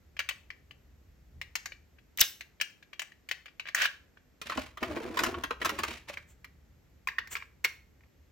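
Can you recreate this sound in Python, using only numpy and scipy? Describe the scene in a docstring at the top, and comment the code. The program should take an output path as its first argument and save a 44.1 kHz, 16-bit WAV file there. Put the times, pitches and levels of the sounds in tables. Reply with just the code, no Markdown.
"""Die-cast toy cars are handled over a cardboard box, close to a stereo microphone in a small room.
First a police car ticks in the fingers as loose wheels and doors strike its ringing shell. Its door
snaps shut at 2.2 s; near 3.8 s its gears run up and it rattles as it is put aside. From 4.4 s a sports
car is dragged out, bumping its neighbours, while stick-slip friction makes the cardboard rasp, groan
and crackle. From 6.2 s the sports car clacks as it is turned over and its axles shift in their slots."""
import sys
import numpy as np
from scipy import signal
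from scipy.fft import rfft, irfft
from scipy.io import wavfile
from scipy.ndimage import map_coordinates

SR = 44100
rng = np.random.default_rng(int(sys.argv[2]) if len(sys.argv) > 2 else 0)


def store_wav(level_fs):
    """Save 16-bit WAV to argv[1]."""
    pcm = np.round(np.clip(np.atleast_2d(level_fs), -1, 1) * 32767)
    wavfile.write(sys.argv[1], SR, pcm.T.astype(np.int16))


N = 366471
TIME = np.arange(N) / SR


def impacts(contacts, modes, width_hz, dense_modes, ring_db, crack_t60, treble_t60, rise_s,
            chatter_t60, spread, gain_db, focus_db=10.5, focus_octaves=0.34, softening=0.29):
    """Modal superposition: each blow excites damped modes over a crack of dense, short-lived ones."""
    track, t = np.zeros((2, N)), TIME[:5120]
    mode_hz, mode_db = np.transpose(modes)
    for start_s, level_db, treble_db, focus_hz in contacts:
        # the grip detunes the modes, the contact point weights them, soft blows favour the low ones
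        detuned_hz = mode_hz * (1 + 0.013 * rng.standard_normal(len(modes)))
        boost_db = focus_db * np.exp(-(np.log2(mode_hz / focus_hz) / focus_octaves) ** 2)
        tilt_db = softening * (treble_db + 4) * np.log2(mode_hz / mode_hz[0])
        amplitudes = undb(mode_db + tilt_db + boost_db + 2.2 * rng.standard_normal(len(modes)))
        phases = 2 * np.pi * rng.random(len(modes)) + spread * rng.standard_normal((2, len(modes)))
        oscillations = np.exp(np.pi * (2j * detuned_hz - width_hz)[:, None] * t)
        ring = unit(((amplitudes * np.exp(1j * phases)) @ oscillations).imag)
        crack = colour(stereo_noise(len(t), spread) * fade(t, crack_t60), dense_modes)
        crack = unit(butter(crack, 4300, "low"))
        tick = colour(stereo_noise(len(t), spread / 2) * fade(t, treble_t60), dense_modes)
        tick = unit(butter(tick, 4280, "high"))
        # hard contacts crack; soft ones push for longer, so the shell rings up more slowly
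        hardness = undb(softening * treble_db)
        rise = 1 - np.exp(-t * hardness / rise_s)
        body = unit(hardness * crack + undb(ring_db) * ring)
        blow = (body + undb(treble_db) * tick) * rise * undb(gain_db + level_db)
        add(track, start_s, signal.fftconvolve(blow, rebounds(chatter_t60)))
    return track


def rebounds(t60, level_db=-9, per_s=2000, size=2048):
    """Contact chatter: one impulse and its dying rebounds, scaled to unit energy."""
    taps = rng.standard_normal(size) * (rng.random(size) < per_s / SR)
    taps *= undb(level_db) * fade(TIME[:size], t60)
    taps[0] = 1
    return taps[None] / np.linalg.norm(taps)


def wheel_jiggles(spans, per_s=55, scatter_db=3, treble_db=-31, focus_hz=2200):
    """Mechanical play: loose wheels make soft contacts at random moments."""
    return [(start_s + length_s * rng.random(), level_db + scatter_db * rng.standard_normal(),
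             treble_db, focus_hz)
            for start_s, length_s, level_db in spans for _ in range(int(per_s * length_s))]


def gear_teeth(start_s=3.755, run_s=0.097, teeth_hz=165, end_db=-19, swell_db_per_s=79.5,
               treble_db=-15, focus_hz=1600):
    """Gear meshing: as the wheels are brushed, teeth strike unevenly, ever harder, then stop dead."""
    times = np.arange(0, run_s, 1 / teeth_hz)
    scatter = rng.standard_normal((len(times), 2))
    return [(start_s + t + 0.29 * lag / teeth_hz, end_db - swell_db_per_s * (run_s - t) + scatter_db,
             treble_db, focus_hz) for t, (lag, scatter_db) in zip(times, scatter)]


# Levels in all tables are relative; focus_hz is the region of modes that a contact favours.
# loose wheels and doors strike the shell: start_s, level_db, treble_db, focus_hz
POLICE_CONTACTS = [(0.167, -33.5, -21, 2310), (0.1915, -19, -12.5, 2330), (0.2017, -24.5, -17, 2170),
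                   (0.2887, -23, -5, 2560), (0.3095, -26.5, -27.5, 2710), (0.5029, -31, -24, 2360),
                   (0.7089, -39, -19.5, 2920), (1.4141, -27, -14.5, 2860), (1.5539, -18.5, -7, 2540),
                   (1.6573, -24.5, -9, 2460), (1.7195, -31.5, -25.5, 2550), (2.185, -25.5, -10, 1980),
                   (2.1935, -24.5, -1, 2350), (2.4081, -32, -11.5, 2320), (2.5999, -28.5, -23, 2390),
                   (2.6117, -17.5, -6.5, 2030), (2.8255, -43.5, -16, 1676), (2.9307, -35.5, -19, 2360),
                   (2.9939, -25.5, -6.5, 3430), (3.018, -29, -7, 2470), (3.119, -45.5, -21, 1900),
                   (3.2881, -30, -11, 2383), (3.312, -20.5, -12.5, 2040), (3.4575, -38, -16.5, 2020),
                   (3.5962, -27, -17.5, 2710), (3.6725, -33.5, -18, 2420), (3.6853, -29, -16.5, 1650),
                   (3.7468, -16, -5.5, 1940), (3.7699, -36, -14.5, 1980), (3.7993, -26.5, -13.5, 1880),
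                   (3.8187, -18, -6.5, 1870), (3.8552, -15, -16, 1655), (3.8876, -39.5, -52, 2210),
                   (3.9409, -48, -45, 1540), (4.1711, -45, -35, 1546)]
# the wheels jiggle as the grip shifts: start_s, length_s, level_db
POLICE_JIGGLES = [(1.965, .04, -49.5), (3.434, 0.05, -44), (3.648, 0.077, -38)]
# resonances of the shell: frequency_hz, level_db
POLICE_MODES = [(580, -15.5), (1160, -4), (1540, -2), (1696, 1.5), (1870, 0.5), (2034, -4.5), (2317, 2),
                (2574, -3), (2940, 2), (3882, -10), (4570, -10.5), (5196, -15)]
# spectrum of its dense, short-lived modes: frequency_hz, level_db
POLICE_DENSE_MODES = [(100, -34.5), (400, -31), (650, -19), (1200, -17.5), (1900, -4), (2900, -4),
                      (3600, -10.5), (6500, -10.5), (10000, -21.5), (14500, -19.5)]
# the car moves from the left to the middle: time_s, left_minus_right_db
POLICE_PAN = [(0, 3.5), (3.6, 4), (3.8, -0.5)]
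POLICE_WIDTH_HZ = 115  # bandwidth of each mode, damped by the hand


def police_car():
    """Impact excitation: loose parts ring the metal shell; a level difference sets its direction."""
    contacts = POLICE_CONTACTS + gear_teeth() + wheel_jiggles(POLICE_JIGGLES)
    shell = impacts(contacts, POLICE_MODES, POLICE_WIDTH_HZ, POLICE_DENSE_MODES, ring_db=-2,
                    crack_t60=0.062, treble_t60=0.045, rise_s=0.00046, chatter_t60=0.017,
                    spread=0.76, gain_db=-17.5)
    return shell * undb(np.array([[0.5], [-0.5]]) * curve(POLICE_PAN))


# the door touches its catch, jumps it, then seats: start_s, level_db, treble_db, focus_hz
LATCH_CONTACTS = [(2.1737, -38.5, 9, 3630), (2.2103, -18.5, 10, 5000), (2.2137, -17, 8.5, 3100)]
# spectrum of the snap's dense modes: frequency_hz, level_db
LATCH_DENSE_MODES = [(400, -19), (3300, 3.5), (10000, -3), (14000, 1)]


def door_latch():
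    """Stiff contact: the small latch excites only the upper modes of the police car's shell."""
    upper_modes = [(hz, db) for hz, db in POLICE_MODES if hz > 2750]
    return impacts(LATCH_CONTACTS, upper_modes, POLICE_WIDTH_HZ, LATCH_DENSE_MODES, ring_db=-5,
                   crack_t60=0.084, treble_t60=0.0099, rise_s=0.0012, chatter_t60=0.0045,
                   spread=0.61, gain_db=-14)


def door(squeak_s=0.0081, squeak_hz=6300, squeak_db=-16, jolt_hz=72, jolt_t60=0.053, jolt_db=-37):
    """Friction and recoil: the tight door squeaks into its frame, then the snap jolts the hands."""
    track, t = np.zeros((2, N)), TIME[:SR // 2]
    jump_s, seat_s = LATCH_CONTACTS[1][0], LATCH_CONTACTS[2][0]
    squeak = unit(signal.lfilter(*signal.iirpeak(squeak_hz, Q=5, fs=SR), stereo_noise(len(t), 0.21)))
    add(track, jump_s - squeak_s, undb(squeak_db) * squeak * (t / squeak_s) * (t < squeak_s))
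    thud = unit(butter(stereo_noise(len(t), 0.42), 370, "low", order=2))
    jolt = np.sin(2 * np.pi * jolt_hz * t) + 0.5 * thud
    add(track, seat_s, undb(jolt_db) * jolt * fade(t, jolt_t60))
    return track


# the axles shift in their slots: start_s, level_db, treble_db, focus_hz
SPORTS_CONTACTS = [(6.1718, -26, -24, 2400), (6.4441, -34, -16.5, 2330), (7.0723, -22, -14, 1149),
                   (7.085, -24, -21, 1880), (7.1835, -17.5, -24.5, 1860), (7.2726, -40.5, -9, 1850),
                   (7.3529, -23, -21, 2300), (7.3666, -24.5, -17, 2342), (7.6416, -28, -4.5, 2004),
                   (7.6458, -13, -11, 2093)]
# the wheels jiggle against the fingers: start_s, length_s, level_db
SPORTS_JIGGLES = [(7.11, .025, -35.5), (7.372, 0.055, -35.5), (8.0, .04, -50.5)]
# resonances of the shell: frequency_hz, level_db
SPORTS_MODES = [(1020, -8.5), (1200, -5.5), (1600, -1), (1860, 4.5), (2080, 2.5), (2410, 6.5), (3100, -3)]
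# spectrum of its dense, short-lived modes: frequency_hz, level_db
SPORTS_DENSE_MODES = [(200, -36.5), (450, -15.5), (750, -22), (1000, -6), (2200, -3), (3300, -12.5),
                      (5500, -9.5), (10000, -19), (14000, -16.5)]


def sports_car(width_hz=170):
    """Damping: the hand broadens the shell's modes, so each blow of an axle is a short clack."""
    contacts = SPORTS_CONTACTS + wheel_jiggles(SPORTS_JIGGLES)
    return impacts(contacts, SPORTS_MODES, width_hz, SPORTS_DENSE_MODES, ring_db=3,
                   crack_t60=0.061, treble_t60=0.035, rise_s=0.00091, chatter_t60=0.0098,
                   spread=0.72, gain_db=-14)


# the cars bump each other in the box: start_s, level_db, treble_db, focus_hz
BOX_CONTACTS = [(4.4148, -31.5, -4, 2770), (4.4958, -24, -14.5, 1370), (4.5195, -23.5, -26, 1364),
                (4.573, -24.5, -13.5, 1060), (4.772, -33, -12, 1400), (4.828, -21, -13.5, 2030),
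                (4.969, -29, -14.5, 1020), (5.1704, -19.5, -11.5, 1090), (5.1897, -18, -6.5, 1100),
                (5.235, -17.5, -5.5, 1110), (5.2614, -24.5, -7, 1160), (5.341, -25, -29, 1170),
                (5.436, -22, -10, 1090), (5.5069, -22, -17.5, 1010), (5.6158, -22, -15.5, 1840),
                (5.6474, -19.5, -6, 1260), (5.656, -18.5, -6.5, 1190), (5.692, -21, -8.5, 1180),
                (5.7878, -21, -10, 1090), (5.8336, -20.5, -6, 1160)]
# resonances of the cars in the box: frequency_hz, level_db
BOX_MODES = [(1081.4, -3.5), (1300, -3.5), (1510, -8.5), (1914, -3.5), (2278, -8), (2515, -1), (2964, -2)]
# spectrum of the filled box's dense, short-lived modes: frequency_hz, level_db
BOX_DENSE_MODES = [(100, -22.5), (300, -4.5), (750, -5), (1100, 4.5), (2200, -1.5), (5000, -12),
                   (12000, -22.5), (16000, -24.5)]
BOX_WIDTH_HZ = 70  # bandwidth of each mode


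def cars_in_box():
    """Collision and rebound: the lightly damped cars knock together and chatter."""
    return impacts(BOX_CONTACTS, BOX_MODES, BOX_WIDTH_HZ, BOX_DENSE_MODES, ring_db=-4.5,
                   crack_t60=0.044, treble_t60=0.021, rise_s=0.0011, chatter_t60=0.069,
                   spread=0.62, gain_db=-14.5)


# the hand tugs the sports car over the cardboard: start_s, length_s, flex_db, rasp_db
TUGS = [(4.452, 0.17, -57, -42.5), (4.803, 0.36, -43, -49), (5.193, 0.086, -39.5, -45),
        (5.365, 0.025, -42.5, -60.5), (5.6, .24, -48, -45), (5.875, 0.036, -48, -37.5),
        (6.072, 0.047, -64, -45.5)]


def tug_envelopes(attack_s=0.0087, release_t60=0.28):
    """Driving force: each tug builds, holds and decays, giving envelopes for flexing and rasping."""
    flexing, rasping = np.zeros((2, N))
    for start_s, length_s, flex_db, rasp_db in TUGS:
        t = TIME - start_s
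        force = np.clip(t / attack_s, 0, 1) * fade(np.maximum(t - length_s, 0), release_t60)
        flexing += undb(flex_db) * force
        rasping += undb(rasp_db) * force
    return flexing, rasping


# resonances of the box's panels: frequency_hz, level_db
PANEL_MODES = [(81.3, 1.5), (236.6, 4.5), (322.2, 8), (442.5, 0.5), (605, 2.5), (899, -4.5)]
# spectrum of edges rasping on paper: frequency_hz, level_db
RASP_SPECTRUM = [(300, -13.5), (1100, -10.5), (2300, -1), (3300, -8), (9500, -21), (16000, -30.5)]


def drag(flex_db=2, shudder_db=-14, rasp_db=-3, scrape_db=-11):
    """Sliding friction: juddering tyres shake the panels; edges rasp on paper and scrape other cars."""
    judder = slips(per_s=500, scatter_db=6, spread=0.3)
    flex = rubbed(judder, PANEL_MODES, width_hz=20.5, drift=0.053)
    flex = unit(butter(flex, 1750, "low") * undb(1.26 * wobble(N, 21)))
    shudder = unit(butter(judder, [60, 130], "band", order=3))
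    grit = slips(per_s=16000, scatter_db=1.2, spread=0.5) * undb(4.5 * wobble(N, 45))
    rasp = unit(colour(grit, RASP_SPECTRUM))
    scrape = rubbed(grit, BOX_MODES, BOX_WIDTH_HZ, drift=0.055)
    panels = undb(flex_db) * flex + undb(shudder_db) * shudder
    edges = undb(rasp_db) * rasp + undb(scrape_db) * scrape
    flexing, rasping = tug_envelopes()
    return panels * flexing + edges * rasping


def slips(per_s, scatter_db, spread):
    """Stick-slip: impulses of uneven size at random moments."""
    slipping = rng.random(N) < per_s / SR
    return stereo_noise(N, spread) * slipping * undb(scatter_db * rng.standard_normal(N))


def rubbed(force, modes, width_hz, drift, drift_hz=9):
    """Forced vibration: a moving contact drives modes whose pitch wanders as the load shifts."""
    ring = sum(undb(db) * butter(force, [hz - width_hz / 2, hz + width_hz / 2], "band", order=1)
               for hz, db in modes)
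    read_position = np.cumsum(1 + drift * wobble(N, drift_hz))
    return unit(np.array([map_coordinates(channel, [read_position], mode="mirror") for channel in ring]))


# the cardboard gives way: start_s, level_db, pitch_hz
BUCKLES = [(4.577, -25, 266.4), (4.578, -26.5, 624), (4.822, -32, 257), (4.909, -30.5, 625),
           (4.966, -24.5, 336), (5.004, -32.5, 452), (5.101, -32, 311), (5.216, -29, 328),
           (5.289, -29.5, 382), (5.508, -30.5, 485), (6.097, -36, 571)]


def groans(rise_s=0.0017, t60=0.089, waver=0.054, octave_db=-10, knock_db=-4, knock_t60=0.041):
    """Buckling: a panel gives a hollow knock and a short, unsteady low note with its octave."""
    track, t = np.zeros((2, N)), TIME[:SR // 5]
    rise = 1 - np.exp(-t / rise_s)
    for start_s, level_db, pitch_hz in BUCKLES:
        wavering_hz = pitch_hz * (1 + waver * wobble(len(t), 105))
        phase = 2 * np.pi * np.cumsum(wavering_hz) / SR + 0.5 * rng.standard_normal((2, 1))
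        note = (np.sin(phase) + undb(octave_db) * np.sin(2 * phase)) * fade(t, t60)
        hollow = butter(stereo_noise(len(t), 0.77), [pitch_hz / 2, pitch_hz * 2], "band", order=3)
        knock = undb(knock_db) * unit(hollow) * fade(t, knock_t60)
        add(track, start_s, (note + knock) * rise * undb(level_db))
    return track


def crackle(level_db=-8, grain_t60=0.019):
    """Acoustic emission: paper fibres and flutes give way one by one while the box is bent."""
    snaps = np.abs(slips(per_s=300, scatter_db=3.2, spread=0.5))
    bursts = signal.fftconvolve(snaps, fade(TIME[:SR // 20], grain_t60)[None])[:, :N]
    grains = unit(colour(bursts * stereo_noise(N, 0.45), BOX_DENSE_MODES))
    flexing, _ = tug_envelopes()
    return undb(level_db) * grains * flexing


# skin slides over the paint: centre_s, length_s, level_db
FINGER_SLIDES = [(6.307, 0.053, -62), (7.329, 0.033, -38)]
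# spectrum of the sliding skin: frequency_hz, level_db
SKIN_SPECTRUM = [(400, -9), (2300, 0), (5000, -13.5), (7600, 4.5), (10000, -16), (14000, -7.5)]


def fingers():
    """Friction noise: short swells of hiss as the grip shifts."""
    swell = sum(undb(level_db) * np.exp(-(2 * (TIME - centre_s) / length_s) ** 2)
                for centre_s, length_s, level_db in FINGER_SLIDES)
    return swell * unit(colour(stereo_noise(N, 0.44), SKIN_SPECTRUM))


# bumps of the hands and the box: start_s, level_db
SOFT_BUMPS = [(1.339, -44), (4.574, -44)]


def bumps(band_hz=(50, 110), rise_s=0.01, t60=0.38):
    """Compliant contact: flesh and cardboard yield slowly and give only a dull, deep thud."""
    track, t = np.zeros((2, N)), TIME[:SR // 2]
    envelope = (1 - np.exp(-t / rise_s)) * fade(t, t60)
    for start_s, level_db in SOFT_BUMPS:
        thud = unit(butter(stereo_noise(len(t), 0.2), band_hz, "band", order=2))
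        add(track, start_s, thud * envelope * undb(level_db))
    return track


def room(direct, wet_db=-11, low_t60=0.43, mid_t60=0.32, top_t60=0.35, build_s=0.0087):
    """Reverberation: a small bare room's diffuse tail builds quickly and lasts longest in the bass."""
    t, tail = TIME[:SR * 3 // 4], 0
    bands = ([200, 1200], low_t60, -4), ([1200, 7000], mid_t60, 0), ([7000, 17000], top_t60, -4)
    for band_hz, t60, level_db in bands:
        diffuse = butter(stereo_noise(len(t), 0.15), band_hz, "band", order=2)
        tail += undb(level_db) * diffuse * fade(t, t60)
    tail *= 1 - np.exp(-(t / build_s) ** 2)
    tail *= np.sqrt(2 * np.log(1000) / (mid_t60 * SR))  # normalises by the mid decay's energy
    return direct + undb(wet_db) * signal.fftconvolve(direct, tail, axes=1)[:, :N]


# spectrum of the faint hiss, with a dip near 10 kHz from the microphone or coder: frequency_hz, level_db
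HISS_SPECTRUM = [(200, -7), (400, -10.5), (1000, -22.5), (2000, -20.5), (3500, -28.5), (7500, -30),
                 (10000, -45.5), (13000, -27), (16000, -56)]
# spectrum of the low background rumble: frequency_hz, level_db
RUMBLE_SPECTRUM = [(50, -0.5), (75, 2), (100, -8.5), (160, -13.5), (900, -53)]
# preset curve for the rumble, imitating a recorder's gain dip after the snap: time_s, level_db
RUMBLE_GAIN = [(0, -59.5), (1.3, -55.5), (2.3, -63.5), (2.75, -72.5), (4.3, -63.5), (5.2, -54.5),
               (8.3, -60.5)]


def background(hiss_db=-67):
    """Noise floor: faint hiss over a low rumble that sinks after the door snap and slowly returns."""
    rumble = unit(colour(stereo_noise(N, 0.082), RUMBLE_SPECTRUM)) * undb(curve(RUMBLE_GAIN))
    hiss = unit(colour(stereo_noise(N, 0.68), HISS_SPECTRUM)) * undb(hiss_db)
    return butter(rumble + hiss, 48, "high")


def undb(db):
    """Decibels to amplitude ratio."""
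    return 10 ** (np.asarray(db) / 20)


def unit(x):
    """Normalisation to rms 1."""
    return x / np.sqrt(np.mean(x ** 2))


def fade(t, t60):
    """Exponential decay, 60 dB down after t60 seconds."""
    return np.exp(-np.log(1000) * t / t60)


def curve(points):
    """Linear interpolation of (time_s, value) points."""
    return np.interp(TIME, *np.transpose(points))


def add(track, start_s, sound):
    """Superposition of a sound on the track."""
    start = int(start_s * SR)
    track[:, start:start + sound.shape[-1]] += sound[..., :N - start]


def butter(x, hz, kind, order=4):
    """Butterworth filter."""
    return signal.sosfilt(signal.butter(order, hz, kind, fs=SR, output="sos"), x)


def colour(x, spectrum, size=4096):
    """Minimum-phase filter through (frequency_hz, level_db) points."""
    hz, db = np.transpose(spectrum)
    bin_hz = np.arange(size // 2 + 1) * SR / size
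    gain = undb(np.interp(np.log(bin_hz + 1), np.log(hz), db))
    cepstrum = irfft(np.log(gain))[:size // 2]
    cepstrum[1:] *= 2
    response = irfft(np.exp(rfft(cepstrum, size)))
    return signal.fftconvolve(x, response[None])[:, :x.shape[-1]]


def stereo_noise(size, spread):
    """Partly correlated white noise; spread is the ratio of side to middle."""
    mid, side = rng.standard_normal((2, size))
    return np.array([mid + spread * side, mid - spread * side]) / np.hypot(1, spread)


def wobble(size, hz):
    """Random modulation: noise low-passed at hz, with rms 1."""
    return unit(butter(rng.standard_normal(size), hz, "low", order=2))


def scene():
    """Superposition: cars, cardboard and fingers sound in one room, over thuds and the noise floor."""
    cars = police_car() + door_latch() + door() + cars_in_box() + sports_car()
    cardboard = groans() + drag() + crackle()
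    return room(cars + cardboard + fingers()) + bumps() + background()


def record(dry, port_hz=9400, port_q=3, top_hz=16000):
    """Port resonance turns the phase of the right microphone's treble; the recorder cuts the top."""
    left, right = dry
    all_passed = 2 * signal.lfilter(*signal.iirnotch(port_hz, port_q, fs=SR), right) - right
    low_pass = signal.ellip(10, 0.2, 90, top_hz, fs=SR, output="sos")
    return signal.sosfilt(low_pass, [left, all_passed])


dry = scene()
out = record(dry)
store_wav(out)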